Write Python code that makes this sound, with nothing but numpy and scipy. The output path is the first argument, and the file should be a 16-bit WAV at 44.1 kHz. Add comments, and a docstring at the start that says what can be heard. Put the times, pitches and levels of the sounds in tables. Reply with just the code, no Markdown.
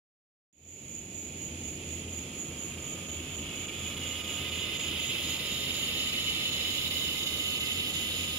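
"""Dusk among trees. After half a second of silence a band of katydids fades in, throbbing four times a
second over a hiss of far cicadas, as a cooling unit rumbles and hums. One near cicada winds up from a slow,
slack buzz to a full one near 6 s, broken by short pauses: clicks ring its body and rasp in the treble.
From about 2 s the unit's rush of air and whine come forward; a hand-held stereo pair of ports turns a little.
After 5 s the katydids' throb grows shallower as they drift apart."""
import sys
import numpy as np
from scipy import signal
from scipy.fft import rfft, irfft, next_fast_len
from scipy.io import wavfile
from scipy.ndimage import map_coordinates

SR = 44100
rng = np.random.default_rng(int(sys.argv[2]) if len(sys.argv) > 2 else 0)


def wav_out(sig):
    """Save sig, one row per channel (or a flat mono array), as 16-bit PCM at SR to the path in sys.argv[1]."""
    wavfile.write(sys.argv[1], SR, np.round(np.clip(np.atleast_2d(sig).T, -1, 1) * 32767).astype(np.int16))


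def convert_level_to_amplitude(level_db):
    """Map a level in decibels to its linear amplitude factor."""
    exponent = np.asarray(level_db, float) / 20
    return 10 ** exponent


N = 369558  # length in samples, about 8.4 s


def evened(x):
    """Scales so that the mean of the channels has rms 1."""
    mean_power = np.mean(np.atleast_2d(x).mean(0) ** 2)
    return x / np.sqrt(mean_power + 1e-20)


def read_spectrum(points, hz):
    """Reads a spectrum joined by straight lines on a log frequency axis."""
    point_hz, value = np.transpose(points)
    return np.interp(np.log(hz + 1), np.log(point_hz + 1), value)


def curves(rows):
    """Turns a table whose first column is time into one smooth-running curve per other column."""
    time_s, *values = np.transpose(rows)
    t = np.arange(N) / SR
    return [np.interp(t, time_s, v) for v in values]


def colour(x, points):
    """Filters by a spectrum in dB."""
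    size = next_fast_len(N)
    gain = convert_level_to_amplitude(read_spectrum(points, np.fft.rfftfreq(size, 1 / SR)))
    return irfft(rfft(x, size) * gain, size)[..., :N]


def resonate(x, hz, width):
    """Shifts the curve hz to zero, smooths twice, shifts back: a steep resonance of gain 1."""
    turn = np.exp(2j * np.pi * np.cumsum(hz * np.ones(N)) / SR)
    r = np.exp(-np.pi * width / SR)
    smooth = signal.lfilter([(1 - r) ** 2], [1, -2 * r, r * r], x / turn)
    return 2 * (turn * smooth).real


def wander(top_hz, count=1):
    """Slow random curves of rms 1, low-passed at top_hz and drawn at one point per 100 samples."""
    lowpass = signal.butter(2, top_hz, fs=SR / 100, output="sos")
    slow = signal.sosfilt(lowpass, rng.standard_normal((count, N // 100 + 2)))
    return np.array([np.interp(np.arange(N) / 100, np.arange(len(r)), r / r.std()) for r in slow])


def clicks(per_s, spread_db, channels=1):
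    """Random clicks of either sign, a few large."""
    shape = (channels, N)
    size = convert_level_to_amplitude(spread_db * np.minimum(rng.exponential(1, shape), 4))
    sign = rng.choice([-1., 1.], shape)
    return size * sign * (rng.random(shape) < per_s / SR)


def foliage(x, t60, sway_hz):
    """Trunks and boughs echo the sound differently to each port; the paths change as the hand sways."""
    t = np.arange(SR // 3) / SR
    tails = rng.standard_normal((3, 2, len(t))) * convert_level_to_amplitude(-60 * t / t60) * (t > .002)
    tails = tails / np.linalg.norm(tails[0, 0])
    # three echo paths take turns; their shares of power always add up to the same
    turn = np.pi * (sway_hz * np.arange(N) / SR + np.arange(3)[:, None] / 3)
    feeds = x * np.sqrt(2 / 3) * np.sin(turn)
    return signal.fftconvolve(feeds[:, None], tails, axes=2)[..., :N].sum(0)


# near cicada; slackness of the drum is 0 when taut, and the rasp is relative to the buzz
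# columns: time_s, buzz_db, rasp_db, slackness [no unit]
SONG = [(1.4, -48, -16, 1.46), (1.9, -46.5, -9, 1.04), (2.7, -45, -7.5, 1.17), (3.6, -38.5, -12, .98),
        (4.65, -33.5, -14, 0.63), (5.25, -31.5, -10.5, .38), (5.6, -32.5, -12, .12),
        (6.6, -30.5, -15.5, 0.046), (7.3, -32.5, -8.5, 0.067), (8.38, -32.5, -11, 0.23)]
# the hand turns; columns: time_s, left_port_lag [samples]
LAG = [(2, -0.5), (3.4, -2), (5.7, 3.5), (8.38, 8.5)]
# the buzz stops for a moment; columns: middle_s, pause_db
PAUSES = [(1.712, -14), (2.063, -21), (2.433, -4), (2.76, -11), (3.073, -15), (3.368, -14), (3.669, -21),
          (3.953, -8), (4.226, -14), (4.506, -7), (4.783, -8), (5.08, -3.5), (5.381, -7), (5.727, -3.5),
          (6.111, -5), (6.506, -6.5), (6.893, -6), (7.249, -6), (7.59, -6), (7.922, -5), (8.265, -3.5)]
# air sac and drum membranes at full tension, and what each unit of slackness takes away
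# columns: pitch_hz, width_hz [of each of two smoothings], level_db, drop_hz, weaker_db
BODY = [(2096, 226, -10, -8, 1.5), (2344, 88, -11.5, 59, -4.5), (2678, 330, -7.5, 97, -2),
        (2968, 132, 3, 85, 5), (3209, 284, -5.5, 62, -1.5), (3524, 170, -6.5, 204, 1.5),
        (3766, 200, -4, 282, 1), (4134, 560, -13.5, 90, 9.5), (4650, 580, -22, 2, 3),
        (5150, 430, -15.5, -6, 7.5)]
# shape of the treble rasp; columns: pitch_hz, level_db [per Hz]
RASP = [(5000, -65), (5900, -2.5), (7500, -10), (8300, -13), (8800, -8), (9400, 5.5), (11000, 4),
        (13000, -1.5), (14500, -5), (16000, -4)]
# extra level of the rasp's top treble; columns: time_s, level_db
TOP = [(1.4, -6), (4.4, 1.5), (5.5, 2.5), (5.8, 5), (6.9, 9), (7.3, 2), (8.38, 4.5)]
TOP_HZ = 12000  # the top treble starts here
TAUT_BEATS_HZ, SLACK_SLOWS_HZ = 239.2, 42.1  # average muscle beats per s; slowing per unit of slackness
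STUTTER_SHARE = .7  # stutter depth as a share of the pause dB, per unit of slackness


def pauses_db(slack):
    """Each pause is a flat dip, then a short louder burst, then one stutter, deeper on a slack drum."""
    t = np.arange(N) / SR
    total_db = np.zeros(N)
    for s, db in PAUSES:
        dip = np.clip(1.6 - abs(t - s) / np.where(t < s, .008, .007), 0, 1)
        burst_db = 1.25 * np.exp(-((t - s - .019) / 0.011) ** 2)
        stutter = STUTTER_SHARE * slack * np.exp(-((t - s - .037) / .005) ** 2)
        total_db += db * dip + burst_db + db * stutter
    return total_db


def cicada():
    """Each muscle beat buckles a row of ribs: a burst of clicks that rings the body and rasps above it."""
    buzz_db, rasp_db, slack = curves(SONG)
    beat_hz = (TAUT_BEATS_HZ - SLACK_SLOWS_HZ * slack) * (1 + .012 * wander(30)[0])
    beat = np.cumsum(beat_hz) / SR % 1  # place within each beat, 0 to 1
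    effort = (.5 + np.exp(-beat / 0.56)) * convert_level_to_amplitude(pauses_db(slack))
    ribs = evened(clicks(10000, 0.87)[0] * effort)
    left_time = np.arange(N) - curves(LAG)[0]
    left = map_coordinates(ribs, [left_time], order=5, mode="nearest")
    direct = np.array([left, ribs])
    # moving leaves return unrelated clicks whose power trails the effort by a few ms
    keep = np.exp(-1 / (0.0044 * SR))
    trail = np.sqrt(signal.lfilter([1 - keep], [1, -keep], effort ** 2))
    leaves = np.array([evened(c * trail) for c in clicks(15000, 1.5, channels=2)])
    trunks = foliage(ribs, .045, sway_hz=.7)
    low = direct + .75 * leaves + .85 * trunks
    high = direct + 1.1 * leaves + .75 * trunks
    body = np.zeros((2, N))
    for k, (hz, width, db, drop_hz, weaker_db) in enumerate(BODY):
        ring = resonate(low, hz - drop_hz * slack, width)
        # neighbouring modes swing in opposite phase
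        body += (-1) ** k * convert_level_to_amplitude(db - weaker_db * slack) * ring
    rasp = evened(colour(high, RASP))
    highpass = signal.butter(3, TOP_HZ, "high", fs=SR, output="sos")
    top = signal.sosfiltfilt(highpass, rasp)
    rasp = rasp - top + convert_level_to_amplitude(curves(TOP)[0]) * top
    return convert_level_to_amplitude(buzz_db) * (evened(body) + convert_level_to_amplitude(rasp_db) * rasp)


# katydids fall out of step: the dips between crests change depth
# columns: time_s, crest_db, dip_db [relative to the crest]
CHORUS = [(.7, -34.5, -4.5), (1.8, -38.5, -7), (2.5, -37, -8.5), (3.7, -38.5, -6), (5, -37, -9),
          (6.2, -39, -3), (8.38, -40, -4)]
# ringing wings and their octave; columns: pitch_hz, width_hz [of the first resonance], level_db
WING = [(6564, 300, -4), (6900, 390, 3), (7177, 300, 1), (13750, 1600, -20.5)]
THROB_HZ, FIRST_CREST_S = 4.145, .72


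def katydids():
    """Many wings scrape in step; each tooth strike rings the wing and its octave."""
    crest_db, dip_db = curves(CHORUS)
    throb = THROB_HZ * (np.arange(N) / SR - FIRST_CREST_S)
    level_db = crest_db + dip_db * np.sin(np.pi * throb) ** 2 + .5 * wander(3.7)[0]
    teeth = clicks(3500, 0.87, channels=2) * convert_level_to_amplitude(0.23 * wander(135, count=2))
    wings = np.zeros((2, N))
    for hz, width, db in WING:
        ring = resonate(teeth, hz, width)
        wings += convert_level_to_amplitude(db) * resonate(ring, hz, 1.16 * width)
    return convert_level_to_amplitude(level_db) * evened(wings)


# shape of far cicadas and leaves; columns: pitch_hz, level_db [per Hz, relative]
FAR = [(600, -6), (1600, -11.5), (2100, -6), (2500, 1.5), (3200, -10), (3900, -9.5), (5800, -13),
       (8200, -12), (9500, -11.5), (11500, -17.5), (12500, -39), (14500, -30), (16000, -47)]
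FAR_DB = -47  # level around which the hiss drifts


def far_chorus():
    """So many distant callers that their clicks blur into a drifting hiss; one stand of trees is to the left."""
    left, right, stand = clicks(12000, 1.25, channels=3)
    early = np.roll(stand, -13)  # the stand reaches the left port 13 samples sooner
    drift_db = .6 * wander(3, count=2)
    both = np.array([left + 1.02 * early, right + 0.57 * stand])
    return convert_level_to_amplitude(FAR_DB + drift_db) * evened(colour(both, FAR))


# how alike the two ports hear the unit's noise; columns: pitch_hz, likeness [1 = the same]
SAME = [(60, 1), (270, 0.99), (500, 0.98), (900, 1), (1500, 0.85)]


def pair(points):
    """Noise of a given colour, nearly the same at both ports in the bass."""
    left, other = rfft(rng.standard_normal((2, N)))
    hz = np.fft.rfftfreq(N, 1 / SR)
    same = np.clip(read_spectrum(SAME, hz), -1, 1)
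    right = same * left + np.sqrt(1 - same ** 2) * other
    return evened(irfft([left, right] * convert_level_to_amplitude(read_spectrum(points, hz)), N))


# the rush of air comes forward; columns: time_s, rush_db
UNIT = [(1.4, -88), (2.4, -53.5), (3.5, -50), (4.4, -46), (8.38, -47.5)]
# shape of the rumble; columns: pitch_hz, level_db [per Hz, relative]
RUMBLE = [(12, -49), (20, -25), (49, -9.5), (66, -11), (85, -4), (108, -7.5), (129, -3), (215, -3.5),
          (244, -6), (315, -4), (900, -25), (1170, -72), (1980, -120)]
RUMBLE_DB = -39.5
# shape of the rush of air; columns: pitch_hz, level_db [per Hz, relative]
RUSH = [(300, -10), (500, 2.5), (800, -8.5), (1200, -7), (1700, -8.5), (2300, -27.5)]
# fan tones; columns: pitch_hz, peak_db [wavers around this]
HUM = [(82.7, -42.5), (84.2, -46.5), (139, -50), (250, -48)]
# motor whine; columns: multiple [of the shaft speed], level_db [relative, wavers around this]
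WHINE = [(14, -14), (15, -13), (17, -8), (18, -8.5), (19, -9), (20, -5), (21, 3.5), (22, -12), (23, -6),
         (31, -5)]
# the whine comes forward; columns: time_s, level_db
WHINE_LEVEL = [(1.5, -80), (2.35, -66.5), (3.5, -62), (3.8, -59.5), (4.8, -57.5), (8.38, -60)]
SHAFT_HZ = 58.83


def cooling_unit():
    """Steady rumble with wavering fan tones; its rush of air and motor whine come forward."""
    rush_db, whine_db = curves(UNIT)[0], curves(WHINE_LEVEL)[0]
    t = np.arange(N) / SR
    drift = wander(3.15, count=2 * len(HUM))  # one loudness and one phase curve per tone
    hum = np.zeros(N)
    for k, (hz, db) in enumerate(HUM):
        phase = 2 * np.pi * hz * t + 1.7 * drift[2 * k + 1]
        hum += convert_level_to_amplitude(db + 1.3 * drift[2 * k]) * np.sin(phase)
    shaft = 2 * np.pi * SHAFT_HZ * t + .025 * wander(1.5)[0]
    sway_db = 1.9 * wander(0.77, count=len(WHINE))  # each tone waxes and wanes by itself
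    whine = np.zeros(N)
    for (multiple, db), sway in zip(WHINE, sway_db):
        whine += convert_level_to_amplitude(db + sway) * np.sin(multiple * shaft + 2 * np.pi * rng.random())
    rumble = convert_level_to_amplitude(RUMBLE_DB) * pair(RUMBLE)
    rush = convert_level_to_amplitude(rush_db) * pair(RUSH)
    return rumble + rush + hum + np.sqrt(2) * convert_level_to_amplitude(whine_db) * whine


def scene():
    """All callers and the machine together."""
    return cicada() + katydids() + far_chorus() + cooling_unit()


def low_pass(x):
    """Removes everything above the highest recorded frequency."""
    return signal.sosfilt(signal.butter(12, 16880, fs=SR, output="sos"), x)


# tone of the two ports; columns: pitch_hz, left_minus_right_db
BALANCE_DB = [(60, 0.5), (99, 0.5), (160, 0), (270, 0), (450, -2.5), (740, -1.5), (1220, -4), (2010, -8),
              (3330, -3), (5500, -10), (9080, -4), (11500, 0.5), (15500, -5)]
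# fade-in, silent before the first row; columns: time_s, level_db
FADE = [(.528, -38.5), (.6, -26), (.68, -18.5), (.85, -12), (1.5, -5.5)]
EDGE_HZ = 15720  # nothing much passes above this


def record(dry):
    """The right port hears more of most of the treble; a band limit; silence, then a fade-in."""
    left = colour(dry[0], [(hz, db * .5) for hz, db in BALANCE_DB])
    right = colour(dry[1], [(hz, db * -.5) for hz, db in BALANCE_DB])
    lowpass = signal.firwin(801, EDGE_HZ, window=("kaiser", 9), fs=SR)
    ports = signal.oaconvolve(np.array([left, right]), lowpass[None], "same", axes=1)
    sounding = np.arange(N) >= FADE[0][0] * SR
    fade = convert_level_to_amplitude(curves(FADE)[0]) * sounding
    return low_pass(ports * fade)


dry = scene()
out = record(dry)
wav_out(out)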